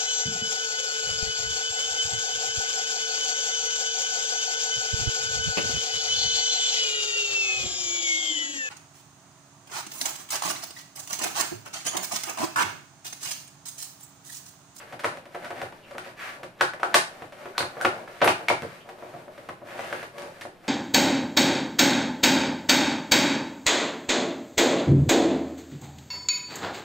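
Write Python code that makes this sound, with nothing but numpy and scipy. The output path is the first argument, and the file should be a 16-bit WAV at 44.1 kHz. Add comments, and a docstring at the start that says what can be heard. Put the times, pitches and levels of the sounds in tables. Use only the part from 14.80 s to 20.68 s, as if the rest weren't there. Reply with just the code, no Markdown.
"""A brief rub and light knocks, then a snap: hands open a small cardboard box and slide out a plastic tray.
Card snaps as short noise bursts; fingers and tray tap the walls as softer bursts with a wall note.
Strokes rasp as random stick-slip clicks, a few squeaks glide, and late on the tray crinkles.
The hollow box colours every contact, an arm's length away; a small room answers over faint rumble, hiss and hum."""
import sys
import numpy as np
from scipy import signal
from scipy.fft import rfft, irfft
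from scipy.io import wavfile
from scipy.ndimage import uniform_filter1d

SR = 44100
rng = np.random.default_rng(int(sys.argv[2]) if len(sys.argv) > 2 else 0)


def transcribe(signal):
    """Save signal, clipped to [-1, 1], as a 16-bit WAV file at the path in sys.argv[1]."""
    frames = np.atleast_2d(signal).T
    limited = np.clip(frames, -1, 1)
    pcm = np.round(limited * 32767).astype(np.int16)
    wavfile.write(sys.argv[1], SR, pcm)


N = 259308  # samples
SIZE = 32768  # burst and filter length, samples
BIN_HZ = np.maximum(np.arange(SIZE // 2 + 1) * SR / SIZE, 1)
BURST_TIME_S = np.arange(SIZE) / SR
TIME_S = np.arange(N) / SR

# All dB columns are relative levels; later stages trim them. Card snapping and buckling, with one plastic ping
# of the tray at 3.444 s: (time [s], strength [dB], crease crack [dB], fibre fizz [dB], time constant of the
# give [ms], lower ring [Hz], upper ring [Hz], upper ring [dB], facing the microphone [dB])
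CARD_SNAPS = [(0.2445, 15.5, 2.5, -6.5, 2.8, 1190, 2030, 6.5, 2.5),
              (1.8106, 19, 11.5, -1.5, 2.1, 1080, 1600, 11, 4.5),
              (2.0323, 13.5, -1, -12.5, 1.7, 870, 1400, 10.5, 6),
              (2.1437, 23.5, 21.5, 12, 1.9, 1100, 1760, 7.5, 2),
              (2.781, 13.5, 7, 0, 1.27, 1070, 4190, 11.5, 5), (3.013, 2, -2.5, -6, 1, 590, 1520, 18, 2.5),
              (3.049, 20, 6.5, -7.5, 4, 1350, 2600, 4.5, 6.5),
              (3.4169, 24.5, 12, -9.5, 3.2, 530, 1660, 0.5, 1),
              (3.444, 17, 0, -3, 3.5, 453, 11500, 12.5, 6.5),
              (3.476, 22, 12.5, .5, 3.5, 1020, 2570, 6.5, 4), (3.6856, 13.5, 11, -3, 1.1, 606, 2270, 15, 4),
              (3.701, 18, 0, -10, 3.7, 586, 940, 7, 4)]
# Snap spectrum below its crack: (frequency [Hz], level [dB])
SNAP_BODY_DB = [(40, -37), (100, -9), (220, -11), (380, -0.5), (700, 3.5), (1600, 1.5)]
# A longer give moves more of the box: (frequency [Hz], gain per doubling of the give [dB])
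GIVE_HEFT_DB = [(100, 8), (280, 6), (600, 0)]
# Colour of the straight sound of snaps, slightly fuller near 1500 Hz: (frequency [Hz], level [dB])
SNAP_STRAIGHT_DB = [(300, -2.5), (1500, 1), (4000, -0.5), (9000, -2)]
USUAL_GIVE_MS = 2.8
# faint soft noise burst shortly before each snap: lead, time constant, level relative to the snap's strength
LEAD_IN_S, LEAD_IN_MS, LEAD_IN_DB = 0.011, 2, -23.5

# Fingers, flap and tray knocking on the box: (time [s], strength [dB], hardness [dB], thump [dB],
# wall note [Hz], time constant of the contact [ms])
BOX_TAPS = [(0.125, 2, 0.5, 3.5, 714, 6), (0.193, -1.5, 9.5, -6, 1560, 8.3), (0.237, 4, 3, -7, 1107, 4.5),
            (0.372, -2, 2, 4, 573, 2.5), (0.455, -7, 2.5, -11, 570, 4.5),
            (0.547, 7.5, -5.5, -5.5, 680, 5.8), (0.645, 2.5, 2.5, -8, 1500, 8),
            (0.705, 7, -4, -3, 736, 5.8), (0.817, 8, 0, -14, 570, 2.5), (0.826, 2.5, -4, 10, 574, 3.2),
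            (0.924, -5, -0.5, 4, 920, 3.8), (1.11, -3.5, 0.5, 0, 570, 3.6), (1.149, 1.5, -12, 1, 575, 4.3),
            (1.182, 4, 6, -3, 1460, 1.7), (1.632, 2.5, 2.5, 2, 558, 4.9), (1.936, 4.5, -2.5, -7, 1750, 2.2),
            (1.998, 0, -0.5, -9, 600, 4.1), (2.421, 3, -5.5, 3, 720, 3), (2.523, -5, 4, -10, 600, 7.1),
            (2.657, 5.5, -13, -3, 398, 4.3), (2.806, 11.5, 2, 3, 1540, 2.7),
            (2.827, 9, -1.5, -2.5, 1120, 3.5), (2.969, 4.5, -16, -1, 505, 2.6),
            (3.004, 3.5, -7, -12, 1410, 4.4), (3.277, 0.5, -7, -11, 1540, 2.7),
            (3.46, 17.5, -7, -29, 503, 3.6), (3.8227, 0, 7.5, 16, 466, 0.66),
            (3.83, 9, -21, -1.5, 474, 6.3), (4.09, -2.5, 2.5, -11, 750, 4), (4.224, 2, -24, -3, 696, 2.5),
            (4.339, 1, -26, 5.5, 680, 5.6), (4.48, -1.5, -20, 0, 604, 2.3), (4.579, -5, 1.5, 8, 570, 3.2),
            (4.689, 6, -2.5, 1.5, 1080, 4.5), (4.818, 1, -48, -2, 590, 4.7), (4.993, 7, -4, -6, 800, 1.5),
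            (5.127, 11, -3, -5, 1580, 2.7), (5.23, 2, 1, -9, 564, 2.7), (5.382, -1, 7, -18, 556, 3),
            (5.462, -2, -27, -7, 565, 1.7), (5.611, -2, 12, 3, 1830, 6.2), (5.653, 4.5, -20, -5, 706, 1.6)]
# Ordinary knock spectrum: (frequency [Hz], level [dB])
KNOCK_DB = [(40, -35), (95, -6), (220, -7.5), (380, -3), (620, 1), (1050, -1), (1900, -1.5), (3900, -16.5),
            (7000, -25), (14500, -32.5)]
# A hard edge trades the hollow note for a tick: (frequency [Hz], share of the hardness [1])
HARDNESS_SHARE = [(450, -0.059), (1500, 0.2), (4000, 1)]
# A push of the hand moves the whole box: (frequency [Hz], share of the thump [1])
BOX_THUMP_SHARE = [(90, .9), (190, 1.23), (380, 0)]

# Strokes of hands, flap and tray: (start [s], length [s], finger drag [dB], card edge scrape [dB], wall note [Hz])
HAND_STROKES = [(-0.05, 0.098, -26.5, -24, 680), (0.04, 0.14, -38.5, -37.5, 600),
                (0.267, 0.14, -27.5, -35, 560), (0.475, 0.3, -41, -41.5, 617),
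                (0.575, 0.17, -28.5, -35, 610), (0.72, 0.18, -25.5, -31.5, 730),
                (0.914, 0.14, -56, -44, 595), (1.03, 0.22, -46, -41.5, 577),
                (1.212, .12, -28.5, -29.5, 585), (1.361, 0.16, -47, -25, 709),
                (1.426, 0.16, -48, -28.5, 707), (1.517, 0.18, -34, -50, 560),
                (1.764, 0.16, -28.5, -34.5, 660), (1.988, 0.26, -27, -37.5, 716),
                (2.21, 0.31, -35.5, -40, 678), (2.534, 0.23, -32.5, -37, 560),
                (2.718, 0.3, -32, -39.5, 760), (2.928, 0.35, -26, -36, 635), (3.246, 0.3, -36.5, -37, 567),
                (3.53, 0.17, -25.5, -33.5, 615), (3.744, .3, -40, -37.5, 540),
                (4.021, 0.17, -32, -44.5, 635), (4.14, 0.35, -32, -41.5, 660),
                (4.47, 0.28, -38.5, -44.5, 606), (4.834, 0.26, -27.5, -33, 680),
                (4.951, .34, -28, -30.5, 600), (5.317, 0.22, -26.5, -36.5, 540),
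                (5.477, 0.21, -38.5, -41, 640), (5.805, 0.16, -34, -38.5, 616)]
STROKE_ATTACK_S, STROKE_RELEASE_S = 0.052, 0.094
GRIP_DRAG_DB, GRIP_SCRAPE_DB = -45, -63  # the holding hand never lies quite still
# Dragging fingers: (frequency [Hz], level [dB])
DRAG_DB = [(30, -47), (70, -23), (120, -12), (230, -9.5), (420, -7.5), (620, -4.5), (800, -4.5),
           (1100, -6.5), (2000, -30), (6000, -68)]
# Scraping edge and faint lead-in: (frequency [Hz], level [dB])
SCRAPE_DB = [(100, -33), (500, -9), (1000, -4), (1700, 4.5), (2300, 1.5), (3200, -6.5), (5000, -16.5),
             (14000, -47.5)]
# Hiss of smooth faces: (frequency [Hz], level [dB])
HISS_DB = [(500, -49), (2000, 5), (4000, -2), (6500, -8), (9300, -15), (11000, -14), (14500, -15.5)]

# Tray flexing as it is gripped and pulled: (time [s], level [dB])
TRAY_FLEX_DB = [(4.8, -73), (5.0, -41), (5.2, -45), (5.32, -59), (5.42, -40), (5.56, -65), (5.64, -43.5),
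                (5.74, -80)]
# Tray crinkle spectrum: (frequency [Hz], level [dB])
CRINKLE_DB = [(300, -20), (900, -2), (1700, 1), (3200, -4.5), (6000, -9), (14000, -22)]
# Squeaks of card on card: (start [s], length [s], pitch [Hz], glide [octaves], level [dB])
CARD_SQUEAKS = [(1.019, 0.05, 3000, -0.21, -50), (1.786, .022, 3520, -0.01, -50),
                (2.745, 0.023, 1460, 0.05, -37.5), (3.006, 0.028, 1530, -0.037, -30),
                (4.004, 0.015, 3000, -0.036, -46.5)]

# Resonances of the box and the air around it: (frequency [Hz], width [Hz], level [dB])
BOX_MODES = [(101.6, 5, 4), (125, 8.4, 3), (178, 65, 5.5), (225.6, 23, 3), (342, 86, 5.5), (371, 21, 5),
             (517, 31, 5), (591, 99, 5), (687.5, 26, 2.5), (780, 14, 0.5), (927, 75, -2), (997, 10, 1.5),
             (1175, 23, 4.5), (1437, 100, 1.5), (1800, 630, -3), (9040, 1930, 8)]
# Room decay: (frequency [Hz], T60 [s])
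ROOM_T60_S = [(120, 0.31), (500, 0.11), (1000, 0.29), (2800, 0.27), (7000, 0.29), (14000, 0.15)]
# Likeness of the reflections at the two ports: (frequency [Hz], correlation [1])
PORT_CORRELATION = [(60, 0.84), (330, 0.92), (700, 0.71), (1200, -0.51), (2400, -0.07), (5000, -0.14),
                    (14000, -0.35)]
# Balance of the reflections: (frequency [Hz], left minus right [dB])
PORT_BALANCE_DB = [(100, -0.5), (350, 2), (700, -1), (1400, 2.5), (2800, -0.5), (5000, -4.5), (9000, 1.5),
                   (14000, 2.5)]
# Still room: (frequency [Hz], level [dB])
STILL_AIR_DB = [(20, -44), (55, -52), (115, -38), (200, -40), (500, -41), (1000, -48), (2500, -53),
                (6000, -67), (14500, -71.5)]
HUM_HZ = 120
TOP_HZ = 14600  # low-pass edge of the output


def snaps(ring_width=0.27, gain_db=-1.5, low_ring_db=5.5, top_db=-7.5, early_s=.003):
    """The flap pops free and panels buckle, each with two rings; rows: towards the microphone, into the room."""
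    out = np.zeros((2, N))
    for time_s, strength_db, crack_db, fizz_db, give_ms, low_hz, high_hz, high_db, facing_db in CARD_SNAPS:
        body = [(hz, strength_db + db) for hz, db in SNAP_BODY_DB]
        shape = body + [(3900, crack_db), (8500, fizz_db), (14500, fizz_db + top_db)]
        heft_db = along(GIVE_HEFT_DB) * np.log2(give_ms / USUAL_GIVE_MS)
        low_ring = low_ring_db * peak(low_hz, ring_width * low_hz)
        high_ring = high_db * peak(high_hz, ring_width * high_hz)
        sound = give(give_ms, gain_db + along(shape) + heft_db + low_ring + high_ring)
        # a panel facing the microphone sends it more of the first crack
        add(out, time_s - early_s, np.array([undb(facing_db) * sound, sound]))
        lead_in = give(LEAD_IN_MS, LEAD_IN_DB + along(SCRAPE_DB) + strength_db)
        add(out, time_s - early_s - LEAD_IN_S, lead_in)
    return colour(out[0], SNAP_STRAIGHT_DB), out[1]


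def taps(gain_db=-1, ring_db=7.5, ring_width=0.19, early_s=.003):
    """Light knocks: the touched wall adds its note to the knock; a hard edge adds a tick."""
    out = np.zeros(N)
    for time_s, strength_db, hardness_db, thump_db, note_hz, contact_ms in BOX_TAPS:
        shape_db = along(KNOCK_DB) + hardness_db * along(HARDNESS_SHARE) + thump_db * along(BOX_THUMP_SHARE)
        ring = ring_db * peak(note_hz, ring_width * note_hz)
        add(out, time_s - early_s, give(contact_ms, gain_db + strength_db + shape_db + ring))
    return out


def give(time_constant_ms, spectrum_db):
    """One yield or contact: a quick run of random slips through the colour of the spot."""
    age = BURST_TIME_S / (max(time_constant_ms, .2) / 1000)
    slips = rng.standard_normal(SIZE) * np.sqrt(age) * np.exp(-age)
    lead_samples = SR // 500
    burst = np.roll(even(slips, 204), lead_samples)
    return irfft(rfft(burst) * causal(spectrum_db))[:SIZE // 4]


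def sliding(drag_db=0, note_db=1, scrape_db=.5, hiss_db=-19.5, hiss_growth=0.72):
    """Fingers drag over the walls, the flap's edge scrapes, and smooth faces hiss along with the edge."""
    drag, scrape = pressure()
    hiss = scrape ** hiss_growth
    walls = colour(friction(rate_hz=120, spread_db=5, smooth=0.67) * drag, DRAG_DB)
    walls = walls + undb(note_db) * wall_ring(walls)
    edge = friction(rate_hz=500, spread_db=2.5, smooth=1.0)
    edge_scrape = colour(edge * scrape, SCRAPE_DB)
    face_hiss = colour(edge * hiss, HISS_DB)
    return undb(drag_db) * walls + undb(scrape_db) * edge_scrape + undb(hiss_db) * face_hiss


def pressure():
    """Strokes swell and let go over the faint rub of the grip; gains of the drag and of the scrape."""
    drag, scrape = undb(GRIP_DRAG_DB), undb(GRIP_SCRAPE_DB)
    for start_s, length_s, drag_db, scrape_db, _ in HAND_STROKES:
        rise = (TIME_S - start_s) / STROKE_ATTACK_S
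        fall = (start_s + length_s - TIME_S) / STROKE_RELEASE_S
        push = np.clip(np.minimum(rise, fall), 0, 1)
        drag = np.hypot(drag, push * undb(drag_db))
        scrape = np.hypot(scrape, push * undb(scrape_db))
    return drag, scrape


def friction(rate_hz, spread_db, smooth, window_s=.045):
    """Stick-slip: uneven random clicks over a smooth rub; a steady supply of work holds the running rms near 1."""
    sizes = undb(spread_db * np.minimum(rng.exponential(size=N), 3))
    slips = (rng.random(N) < rate_hz / SR) * sizes * rng.choice([-1, 1], N)
    rub = slips / slips.std() + smooth * rng.standard_normal(N)
    power = uniform_filter1d(rub ** 2, int(window_s * SR) + 1)
    return rub / np.sqrt(np.abs(power) + 1e-6)


def wall_ring(x, sharpness=5):
    """A resonance that follows the fingers: neighbouring patches of wall take over from one another."""
    start_s, length_s, *_, stroke_hz = np.transpose(HAND_STROKES)
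    note_hz = np.interp(TIME_S, start_s + length_s / 2, stroke_hz)
    patches_hz = np.geomspace(400, 1000, 7)
    out = 0
    for hz, row in zip(patches_hz, np.eye(len(patches_hz))):
        share = np.interp(note_hz, patches_hz, row)
        out = out + signal.lfilter(*signal.iirpeak(hz, sharpness, fs=SR), x * share)
    return out


def crinkle(rate_hz=50, spread_db=5):
    """Sparse small buckles of the thin plastic tray, as stick-slip clicks."""
    flex_db = np.interp(TIME_S, *np.transpose(TRAY_FLEX_DB), left=-np.inf, right=-np.inf)
    return colour(friction(rate_hz, spread_db, smooth=0.24) * undb(flex_db), CRINKLE_DB)


def squeaks(unsteady=0.113):
    """For a moment the slips lock into a pitch, which wavers and glides."""
    out = np.zeros(N)
    for start_s, length_s, pitch_hz, glide_octaves, level_db in CARD_SQUEAKS:
        progress = np.linspace(0, 1, int(length_s * SR))
        waver = uniform_filter1d(rng.standard_normal(SIZE), size=40)[:len(progress)]
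        glide_hz = pitch_hz * 2 ** (glide_octaves * progress)
        moving_hz = glide_hz * (1 + unsteady * waver / waver.std())
        tone = np.sin(2 * np.pi * np.cumsum(moving_hz) / SR)
        add(out, start_s, undb(level_db) * np.sin(np.pi * progress) * tone)
    return out


def room(straight, scattered, direct_db=-7.0, echo_db=0.0, direct_ring=0.17):
    """The straight sound reaches both ports alike; the box's ring and the walls' echoes follow it."""
    box_db = sum(db * peak(hz, width_hz) for hz, width_hz, db in BOX_MODES)
    mid, side = (rfft(reflections(gap_s=0.0028, build_s=0.0026)) for _ in range(2))
    alike = np.clip(along(PORT_CORRELATION), -.95, .95)
    direct = signal.fftconvolve(straight, irfft(causal(direct_db + direct_ring * box_db)))[:N]
    out = []
    for sign in (1, -1):  # left, right
        echoes = mid * np.sqrt((1 + alike) / 2) + sign * side * np.sqrt((1 - alike) / 2)
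        response = echoes * causal(echo_db + box_db + sign * along(PORT_BALANCE_DB) / 2)
        out.append(direct + signal.fftconvolve(scattered, irfft(response))[:N])
    return np.array(out)


def reflections(gap_s, build_s):
    """Dense echoes of a small room, each band dying at its own pace; unit energy before the cut at 0.5 s."""
    noise = rfft(rng.standard_normal(SIZE))
    centres_hz = 62.5 * 2 ** np.arange(9)
    out = 0
    for row, t60_s in zip(np.eye(len(centres_hz)), along(ROOM_T60_S, centres_hz)):
        band = irfft(noise * along(np.c_[centres_hz, row]))
        out = out + band * np.exp(-np.log(1000) * BURST_TIME_S / t60_s)
    onset = np.clip((BURST_TIME_S - gap_s) / build_s, 0, 1)
    return even(out * onset, 71) * (BURST_TIME_S > gap_s) * (BURST_TIME_S < .5)


def still_air(hum_db=-70, apart=0.51):
    """Faint room rumble and hiss, partly shared by the channels, with a mains hum."""
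    shared = rng.standard_normal(N)
    air = np.array([colour(shared + apart * rng.standard_normal(N), STILL_AIR_DB) for _ in range(2)])
    return air + undb(hum_db) * np.sin(2 * np.pi * HUM_HZ * TIME_S)


def undb(db):
    """Decibels to gain."""
    return 10 ** (np.asarray(db) / 20)


def along(points, hz=BIN_HZ):
    """Join (frequency [Hz], value) points on a log-frequency axis."""
    point_hz, value = np.transpose(points)
    return np.interp(np.log(hz), np.log(point_hz), value)


def causal(db):
    """Minimum-phase spectrum with this gain: the response starts at once and rings afterwards."""
    cepstrum = irfft(np.log(undb(db)))
    cepstrum[1:SIZE // 2] *= 2
    cepstrum[SIZE // 2 + 1:] = 0
    return np.exp(rfft(cepstrum))


def colour(x, points):
    """Filter a sound by a (frequency [Hz], level [dB]) spectrum."""
    return signal.fftconvolve(x, irfft(causal(along(points))))[:N]


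def peak(hz, width_hz):
    """Bell of one resonance, 1 at its centre."""
    return 1 / (1 + (2 * (BIN_HZ - hz) / width_hz) ** 2)


def even(x, width_hz):
    """Unit-energy burst: broad colour levelled, fine grain kept."""
    spectrum = rfft(x)
    bins = int(width_hz * SIZE / SR) + 1
    power = uniform_filter1d(uniform_filter1d(np.abs(spectrum) ** 2, bins), bins)
    return irfft(spectrum / np.sqrt(np.abs(power) + 1e-18))


def add(track, time_s, sound):
    """Mix a sound in at a time."""
    i = max(int(time_s * SR), 0)
    track[..., i:i + sound.shape[-1]] += sound[..., :max(N - i, 0)]


def scene(taps_facing_db=6.0, slide_facing_db=3.5):
    """All handling sounds in the room, over the still air."""
    straight, scattered = snaps()
    knocks = taps()
    rubs = sliding() + crinkle() + squeaks()
    straight = straight + undb(taps_facing_db) * knocks + undb(slide_facing_db) * rubs
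    return room(straight, scattered + knocks + rubs) + still_air()


def record(dry):
    """Round the highest peaks by soft saturation, then cut the top with a steep low-pass."""
    rounded = np.tanh(0.68 * dry) / 0.73
    low_pass = signal.ellip(8, .2, 70, TOP_HZ, fs=SR, output="sos")
    return signal.sosfilt(low_pass, rounded)


dry = scene()
out = record(dry)
transcribe(out)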